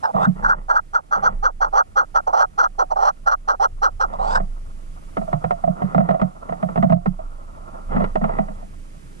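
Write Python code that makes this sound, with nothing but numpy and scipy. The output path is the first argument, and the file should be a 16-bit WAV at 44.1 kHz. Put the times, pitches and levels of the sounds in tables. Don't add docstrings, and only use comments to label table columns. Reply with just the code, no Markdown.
import sys
import numpy as np
from scipy import signal
from scipy.fft import rfft, irfft, next_fast_len
from scipy.io import wavfile
from scipy.ndimage import uniform_filter1d, map_coordinates

SR = 44100
rng = np.random.default_rng(int(sys.argv[2]) if len(sys.argv) > 2 else 0)


def unload_wav(signal):
    wavfile.write(
        sys.argv[1],
        SR,
        np.round(np.clip(np.atleast_2d(signal).T, -1, 1) * 32767).astype(np.int16),
    )


N = 405713
T = np.arange(N) / SR

# start_s, length_s, crest_s (time to full flow), strength_db, flare_db (upper partials
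# against the body), whistle (clean share 0-1, before it grows in the fall), top_hz (before the waver)
SNIFF_STROKES = [(0.026, 0.1, 0.0147, -21.5, -8.5, 0.12, 554), (0.142, 0.14, .107, -21, -1.5, 0.23, 533),
                 (0.423, 0.12, .024, -26, 8.5, 0.3, 541.7), (0.478, 0.084, 0.024, -21.5, 13.5, 0.53, 506),
                 (.682, 0.098, .016, -17, 5, 0.3, 516), (0.726, 0.086, .042, -19.5, 9, 0.32, 490),
                 (0.931, 0.085, .018, -22, 12, 0.67, 497), (1.109, 0.11, 0.016, -23, 8.5, 0.38, 472),
                 (1.221, 0.094, 0.0385, -16.5, 5, 0.77, 524.6), (1.425, 0.093, 0.023, -19, 8, 0.84, 543.6),
                 (1.603, 0.098, 0.01846, -17, 1, 0.3, 600), (1.725, .11, 0.063, -12, -1, 0.59, 610),
                 (1.956, 0.1, .022, -19, 7.5, 0.68, 560), (2.142, 0.074, 0.019, -17.5, 4.5, 0.13, 500),
                 (2.266, 0.061, 0.0056, -17, -18, 0.2, 460), (2.325, 0.14, .088, -12.5, -1.5, 0.2, 593),
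                 (2.576, 0.083, 0.0168, -18, 7.5, 0.69, 518), (2.613, 0.07, 0.0286, -20, 6, 0.17, 470.4),
                 (2.782, 0.072, .016, -15.5, -3.5, 0.65, 532.6), (2.9, 0.056, 0.01, -17.5, -20, 0.2, 432),
                 (2.958, .16, .131, -13.5, -6.5, 0.3, 615), (3.258, 0.084, .0185, -17.5, 7.5, 0.03, 505),
                 (3.301, 0.061, 0.0196, -18, 6.5, 0, 454), (3.474, .094, 0.0153, -17.5, 3, 0.43, 578),
                 (3.596, 0.084, 0.045, -13, -3, 0.65, 571), (3.817, 0.089, 0.021, -17.5, 4, 0.8, 575),
                 (3.996, 0.08, .016, -20, 3, 0.77, 555.5), (4.121, 0.069, 0.013, -28.5, -14, 0, 462),
                 (4.185, 0.22, 0.17, -19.5, -4.5, 0.18, 520)]


def sniffing(linger_hz=735, linger_db=-7):
    out = np.zeros((2, N))
    for row in SNIFF_STROKES:
        add(out, *sniff(*row))
    linger = resonate(out, linger_hz, width=16)
    return out + amp(linger_db) * linger


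# frequency_hz, level_db
NOSE_COLOUR = [(300, -22.5), (530, -6), (680, -5.5), (790, 1), (1000, -7), (1350, 3), (1520, -7.5),
               (1670, -22.5), (2200, -55), (5000, -101.5)]
# frequency_hz, level_db
NOSTRIL_COLOUR = [(1200, -14), (1800, 10.5), (2300, -14), (3200, -1.5), (3650, -17.5), (4200, 4.5),
                  (4700, -11), (5900, 7), (6700, -27), (8700, -20.5), (13000, -49.5)]
# frequency_hz, level_db
SPRAY_COLOUR = [(2400, -4), (4800, 0), (6900, -3.5), (8200, 1), (11000, -38)]
# time_s, nose_tuning (ratio), jet_tuning (ratio), jet_at_ports_db, spray (share 0-1)
MUZZLE_HOLD = [(.04, 1.15, 0.96, -3, 0.03), (.19, 0.83, 0.61, -11, 0.05), (.25, 1.09, 0.63, -1.5, 0.2),
               (.46, 1.08, 1.04, -9.5, 0.17), (1.2, 1.01, 1.052, -4, 0), (4.05, 1, 1, -.5, 0.03),
               (4.13, 0.84, 0.61, -2.5, 0.3), (4.37, 1.13, .92, 1.5, 0.29)]
JET_DB, JET_PER_FLARE = -21, 0.47
JET_GLIDE = 0.035
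RAGGED_DB = 2
START_HZ, END_DROP, FALL_S = 391.3, 0.6, 0.058


def sniff(start, length, crest, strength_db, flare_db, whistle, top_hz):
    t = np.arange(0, length, 1 / SR)
    times, *held = np.transpose(MUZZLE_HOLD)
    tuning, jet_tuning, aim_db, spray = (np.interp(start + t, times, column) for column in held)
    nose = [(hz * tuning.mean(), db) for hz, db in NOSE_COLOUR]

    rise = np.clip(t / crest, 0, 1)
    fall = np.clip((t - crest) / (length - crest), 0, 1)
    opening = np.sin(np.pi / 2 * np.clip(t / 0.016, 0, 1))
    closing = np.sin(np.pi / 2 * np.clip((length - t) / 0.029, 0, 1)) ** 2
    gate = opening * closing * amp(RAGGED_DB * (1.5 - whistle) * wobble(len(t), 90))
    slack = 1 - 1 / (1 + (np.maximum(t - crest, 0) / 0.034) ** 4)

    top_s = np.hypot(crest, 0.013)
    climb = np.sin(np.pi / 2 * np.clip(t / top_s, 0, 1) ** 2) ** 2
    sink = np.maximum(t - top_s, 0) / min(FALL_S, length - top_s)
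    arch = (START_HZ + (top_hz - START_HZ) * climb) * (1 - END_DROP) ** (sink ** 1.5)
    pitch = arch * (1 + 0.012 * wobble(len(t), 120))
    clean = np.clip(whistle * (1 + 0.43 * fall), 0, 0.95) / (1 + sink ** 10)

    eddies = shape(rng.standard_normal(len(t)), lambda hz: 1 - 1 / (1 + (hz / 560) ** 8))
    eddies = glide(colour(eddies, NOSE_COLOUR), tuning)
    dull = shape(eddies, lambda hz: 1 / (1 + (hz / 1050) ** 12))
    low_tone = whistling(pitch, [(1, -5.5), (2, 1.5)], nose)
    low = np.sqrt(clean) * low_tone + np.sqrt(1 - clean) * steadied(dull)
    high_tone = whistling(pitch, [(3, 0), (4, -3)], nose)
    high = np.sqrt(clean) * high_tone + np.sqrt(1 - clean) * steadied(eddies - dull)

    shut_db = -15 * (1 - rise ** 5.4)
    body = unit(low * gate * amp(4.9 * rise - 4.8 * fall - 5.4 * slack))
    bright = amp(flare_db) * unit(high * gate * amp(shut_db - 19.0 * slack))

    slide = jet_tuning * (1 - JET_GLIDE * (1 - rise + fall))
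    narrow = np.array([glide(side, slide) for side in colour(pair(len(t), 0.77), NOSTRIL_COLOUR)])
    wide = colour(pair(len(t), 0.56), SPRAY_COLOUR)
    jet = np.sqrt(1 - spray) * narrow + np.sqrt(spray) * wide
    jet = unit(jet * gate * amp(-17 * (1 - rise) ** 1.4 - 59 * fall ** 2))
    jet_db = JET_DB + JET_PER_FLARE * flare_db + aim_db
    return start, amp(strength_db) * (body + bright + amp(jet_db) * jet)


def whistling(pitch, partials, nose):
    turns = 2 * np.pi * np.cumsum(pitch) / SR
    tone = np.zeros(len(pitch))
    for k, db in partials:
        hz = k * pitch
        level = amp(db + read(nose, np.maximum(hz, START_HZ))) / (1 + (hz / 1650) ** 20)
        tone += level * np.cos(k * turns + 2 * np.pi * rng.random())
    return unit(tone)


# start_s, clack_db, ring_db (wall), boom_db (hollow)
HOUSING_NUDGES = [(0.14, -42, -13, -16), (0.265, -35, -21, -6.5), (4.4, -26, -18, -22.5),
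                  (5.169, -18, -18, -20.5), (5.214, -34, -21, -33), (5.278, -40, -21, -37),
                  (5.329, -18, -11, -14), (5.441, -17.5, -15.5, -20), (5.508, -14, -12, -26),
                  (5.638, -27.5, -7.5, -22), (5.675, -26, -9.5, -11), (5.819, -20.5, -14, -10.5),
                  (5.947, -17, -9.5, -8), (5.979, -15.5, -6, -4), (6.003, -20, -6, -12.5),
                  (6.089, -14, -8, -12), (6.109, -14.5, -9, -16), (6.143, -23, -8, -29.5),
                  (6.197, -20.5, -18.5, -29), (6.215, -13, -8.5, -6.5), (6.491, -25, -17.5, -24.5),
                  (6.523, -23, -18.5, -25), (6.627, -20.5, -11, -14), (6.688, -26.5, -24.5, -24),
                  (6.758, -18, -18.5, -16), (6.775, -19.5, -14, -10), (6.826, -15, -8.5, -7.5),
                  (6.84, -24, -8.5, -10), (6.898, -18.5, -9.5, -6), (6.922, -13.5, -2, 0.5),
                  (7.059, -13.5, -22.5, -5), (7.19, -32, -22, -41.5), (7.963, -20, -18.5, -14.5),
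                  (8.003, -22.5, -13.5, -19.5), (8.041, -15.5, -38, -26.5), (8.156, -14.5, -12, -18),
                  (8.214, -26.5, -16.5, -12), (8.241, -15.5, -15, -21.5), (8.292, -23, -17, -35.5),
                  (8.386, -18, -10, -12), (8.484, -30.5, -26.5, -28), (8.624, -50, -32, -40)]


def nudging():
    out = np.zeros((2, N))
    for row in HOUSING_NUDGES:
        add(out, *nudge(*row))
    return out


# frequency_hz, level_db
SHELL_COLOUR = [(330, -6), (520, 1), (830, 1.5), (1050, -3), (1350, 0), (1550, -20.5), (1950, -12.5),
                (2300, -27), (2800, -29.5), (4200, -45), (12000, -89)]
# frequency_hz, level_db
TICK_COLOUR = [(1200, -1), (2600, -6.5), (6000, -10), (11000, -19.5)]
# ratio (to the pitch), level_db, t60_s
WALL_MODES = [(1, 4, 0.089), (.88, -9, 0.089), (1.1, -9.5, 0.22)]
# ratio (to the pitch), level_db, t60_s
HOLLOW_MODES = [(.8, -9.5, 0.13), (1, -1, 0.12), (1.2, 1, 0.073)]
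# time_s, pitch_hz
HOLLOW_TUNING = [(4.4, 179.4), (5.17, 207.6), (5.33, 154.7), (5.67, 181.4), (7.1, 178), (8.1, 200.3)]
WALL_HZ = 649.2
TICK_DB, TICK_GROWTH = -15, 2.6


def nudge(s, clack_db, ring_db, boom_db):
    t = np.arange(SR // 4) / SR
    contact = (1 - np.exp(-t / 0.00056)) * np.exp(-t / 0.0086)
    contact = contact / contact.max()
    grit = pair(len(t), 0.93)
    clack = amp(clack_db) * colour(grit, SHELL_COLOUR) * contact
    tick = amp(TICK_DB + TICK_GROWTH * clack_db) * colour(grit, TICK_COLOUR) * contact ** 2
    wall = struck(WALL_MODES, WALL_HZ, t, spread=0.027, rise_s=0.0042)
    hollow_hz = np.interp(s, *np.transpose(HOLLOW_TUNING))
    hollow = struck(HOLLOW_MODES, hollow_hz, t, spread=0.029, rise_s=0.023)
    return s, clack + tick + amp(ring_db) * wall + amp(boom_db) * hollow


def struck(modes, hz, t, spread, rise_s, sag=0.09, sag_s=0.011):
    detune = 1 + spread * rng.standard_normal(len(modes))
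    bent = t + sag * sag_s * (1 - np.exp(-t / sag_s))
    ring = np.zeros(len(t), complex)
    for (ratio, db, t60), off in zip(modes, detune):
        turns = hz * ratio * off * bent + rng.random()
        ring += amp(db - 60 * t / t60) * np.exp(2j * np.pi * turns)
    ring = ring * (1 - np.exp(-(t / rise_s) ** 2))
    return ring.imag / abs(ring).max()


# start_s, length_s, level_db (at the end of the swell)
MUZZLE_RUBS = [(0.127, 0.11, -25.5), (0.345, 0.24, -32), (1.15, 0.16, -29.5), (4.061, 0.32, -32.5),
               (5.763, 0.38, -33.5), (6.47, 0.42, -41), (7.894, 0.13, -22.5), (8.198, 0.2, -29),
               (8.435, 0.18, -45)]


def rubbing(boom_db=-4):
    slips = pair(N, 0.92) * amp(2.5 * wobble(N, 300))
    hollow = colour(slips, [(60, -48.0), (130, -3.5), (190, 5.5), (240, 1.0), (330, -36.5), (5000, -120)])
    press = sum(pressure(*row) for row in MUZZLE_RUBS)
    return press * (colour(slips, SHELL_COLOUR) + amp(boom_db) * hollow)


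RUB_ATTACK_S, RUB_SWELL_DB, RUB_RELEASE_DB_PER_S = 0.034, 3, 261.5


def pressure(start, length, db):
    t = T - start
    swell_db = RUB_SWELL_DB * np.clip(1 - t / length, 0, 1)
    release_db = RUB_RELEASE_DB_PER_S * np.clip(t - length, 0, 1)
    return np.clip(t / RUB_ATTACK_S, 0, 1) * amp(db - swell_db - release_db)


# time_s, level_db
FLUTTER_COURSE = [(0.0, -82), (0.46, -21.5), (1.05, -38.5), (1.36, -20), (1.95, -36.5), (4.15, -28.5),
                  (4.38, -19), (4.79, -33), (6.43, -41), (7.12, -27.5), (7.84, -35.5), (7.97, -20),
                  (9.2, -45.5)]
# frequency_hz, level_db
FLUTTER_COLOUR = [(10, -36), (26, -2), (48, -17), (80, -16), (110, -33), (200, -34.5), (500, -67),
                  (4000, -110)]


def flutter(throb_hz=24.8, throb_db=-1, gust_db=-6, lumps_db=3.0):
    wavering_hz = throb_hz * (1 + 0.0483 * wobble(N, 5.28))
    throb = unit(np.sin(2 * np.pi * np.cumsum(wavering_hz) / SR))
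    rumble = amp(gust_db + lumps_db * wobble(N, 4.5)) * diffuse(FLUTTER_COLOUR)
    return curve(FLUTTER_COURSE) * (amp(throb_db) * throb + rumble)


# time_s, level_db
RUSH_COURSE = [(5.1, -52.5), (5.3, -38.5), (6.05, -36), (6.75, -40.5), (7.05, -44.5), (7.9, -35.5),
               (8.3, -49.5), (8.55, -58)]
# frequency_hz, level_db
RUSH_COLOUR = [(90, -23), (200, -2), (420, -12), (660, 1), (880, -6), (1380, -3), (1520, -21.5),
               (9000, -79.5)]
# frequency_hz, level_db
AIR_COLOUR = [(45, -17), (160, -7.5), (700, -28), (2000, -31.5), (4000, -40), (10000, -38.5),
              (14000, -53.5)]


def background(air_db=-45, uneven_db=4.0):
    hiss = amp(air_db) * diffuse(AIR_COLOUR)
    rush = curve(RUSH_COURSE) * diffuse(RUSH_COLOUR) * amp(uneven_db * wobble(N, 29))
    return hiss + rush


# frequency_hz, likeness (0-1)
CHANNEL_LIKENESS = [(40, 0.79), (180, 0.28), (800, 1), (1400, 0.76), (5000, 0.27)]


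def diffuse(spectrum):
    a, b = rng.standard_normal((2, N))
    same = lambda hz: np.clip(read(CHANNEL_LIKENESS, hz), 0, 1)
    second = shape(a, same) + shape(b, lambda hz: np.sqrt(1 - same(hz) ** 2))
    return colour(np.array([a, second]), spectrum)


# frequency_hz, left_lead_rad
PHASE_BETWEEN_PORTS = [(70, 0), (180, 0.9), (300, 4.5), (600, 4), (820, 2.5), (1400, 2.5), (4500, 1.29),
                       (5100, -1)]
# frequency_hz, left_minus_right_db
LEVEL_BETWEEN_PORTS = [(30, -3), (140, -10.5), (185, -9), (240, 7), (480, -8.5), (660, -7), (1050, -1.5),
                       (1900, 0), (4500, -4)]


def ports(x):
    def response(hz):
        tilt = amp(read(LEVEL_BETWEEN_PORTS, hz))
        turn = np.exp(0.5j * read(PHASE_BETWEEN_PORTS, hz))
        return np.array([tilt * turn, 1 / turn]) * np.sqrt(2 / (1 + tilt ** 2))
    return shape(x, response)


def amp(db):
    return 10 ** (np.asarray(db) / 20)


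def unit(x):
    return x / np.sqrt(np.mean(x ** 2) + 1e-20)


def read(points, hz):
    f, value = np.transpose(points)
    return np.interp(np.log(hz + 1), np.log(f + 1), value)


def curve(rows):
    return amp(np.interp(T, *np.transpose(rows)))


def add(mix, s, sound):
    part = mix[..., max(round(s * SR), 0):][..., :sound.shape[-1]]
    part += sound[..., :part.shape[-1]]


def shape(x, response):
    size = next_fast_len(x.shape[-1] + 4096)
    return irfft(rfft(x, size) * response(np.fft.rfftfreq(size, 1 / SR)), size)[..., :x.shape[-1]]


def colour(x, spectrum):
    return unit(shape(x, lambda hz: amp(read(spectrum, hz))))


def wobble(size, hz):
    return unit(shape(rng.standard_normal(size), lambda f: np.exp(-(f / hz) ** 2)))


def pair(size, same):
    a, b = rng.standard_normal((2, size))
    return np.array([a, same * a + np.sqrt(1 - same ** 2) * b])


def resonate(x, hz, width):
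    turn = np.exp(2j * np.pi * hz * np.arange(x.shape[-1]) / SR)
    r = np.exp(-np.pi * width / SR)
    return 2 * (turn * signal.lfilter([1 - r], [1, -r], x / turn)).real


def steadied(x):
    power = uniform_filter1d(unit(x) ** 2, SR // 300)
    return unit(x / (power + 2.6) ** (1 / 3))


def glide(x, ratio):
    return map_coordinates(x, [np.cumsum(ratio)], mode="mirror")


def excess(power_db, knee_db, recovery_db):
    fall = T * recovery_db
    held_db = np.maximum.accumulate(power_db + fall) - fall
    return np.maximum(held_db - knee_db, 0)


def scene(sniff_db=3.0, nudge_db=4.0, rub_db=2, flutter_db=2):
    animal = amp(sniff_db) * sniffing() + amp(nudge_db) * nudging() + amp(rub_db) * rubbing()
    return ports(animal + amp(flutter_db) * flutter() + background())


def record(dry, quick_share=0.54, slow_share=0.39):
    power_db = 10 * np.log10(abs(uniform_filter1d((dry ** 2).mean(0), SR // 300)) + 1e-12)
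    quick_db = quick_share * excess(power_db, knee_db=-5.0, recovery_db=78)
    slow_db = slow_share * excess(power_db, knee_db=-17.5, recovery_db=11.0)
    ducked = dry * amp(-uniform_filter1d(quick_db + slow_db, SR // 300))
    dulled = shape(ducked, lambda hz: 1 / (1 + (hz / 13800) ** 12))
    band_limit = signal.firwin(511, 14400, window=("kaiser", 9), fs=SR)
    return signal.oaconvolve(dulled, band_limit[None], "same")


dry = scene()
out = record(dry)
unload_wav(out)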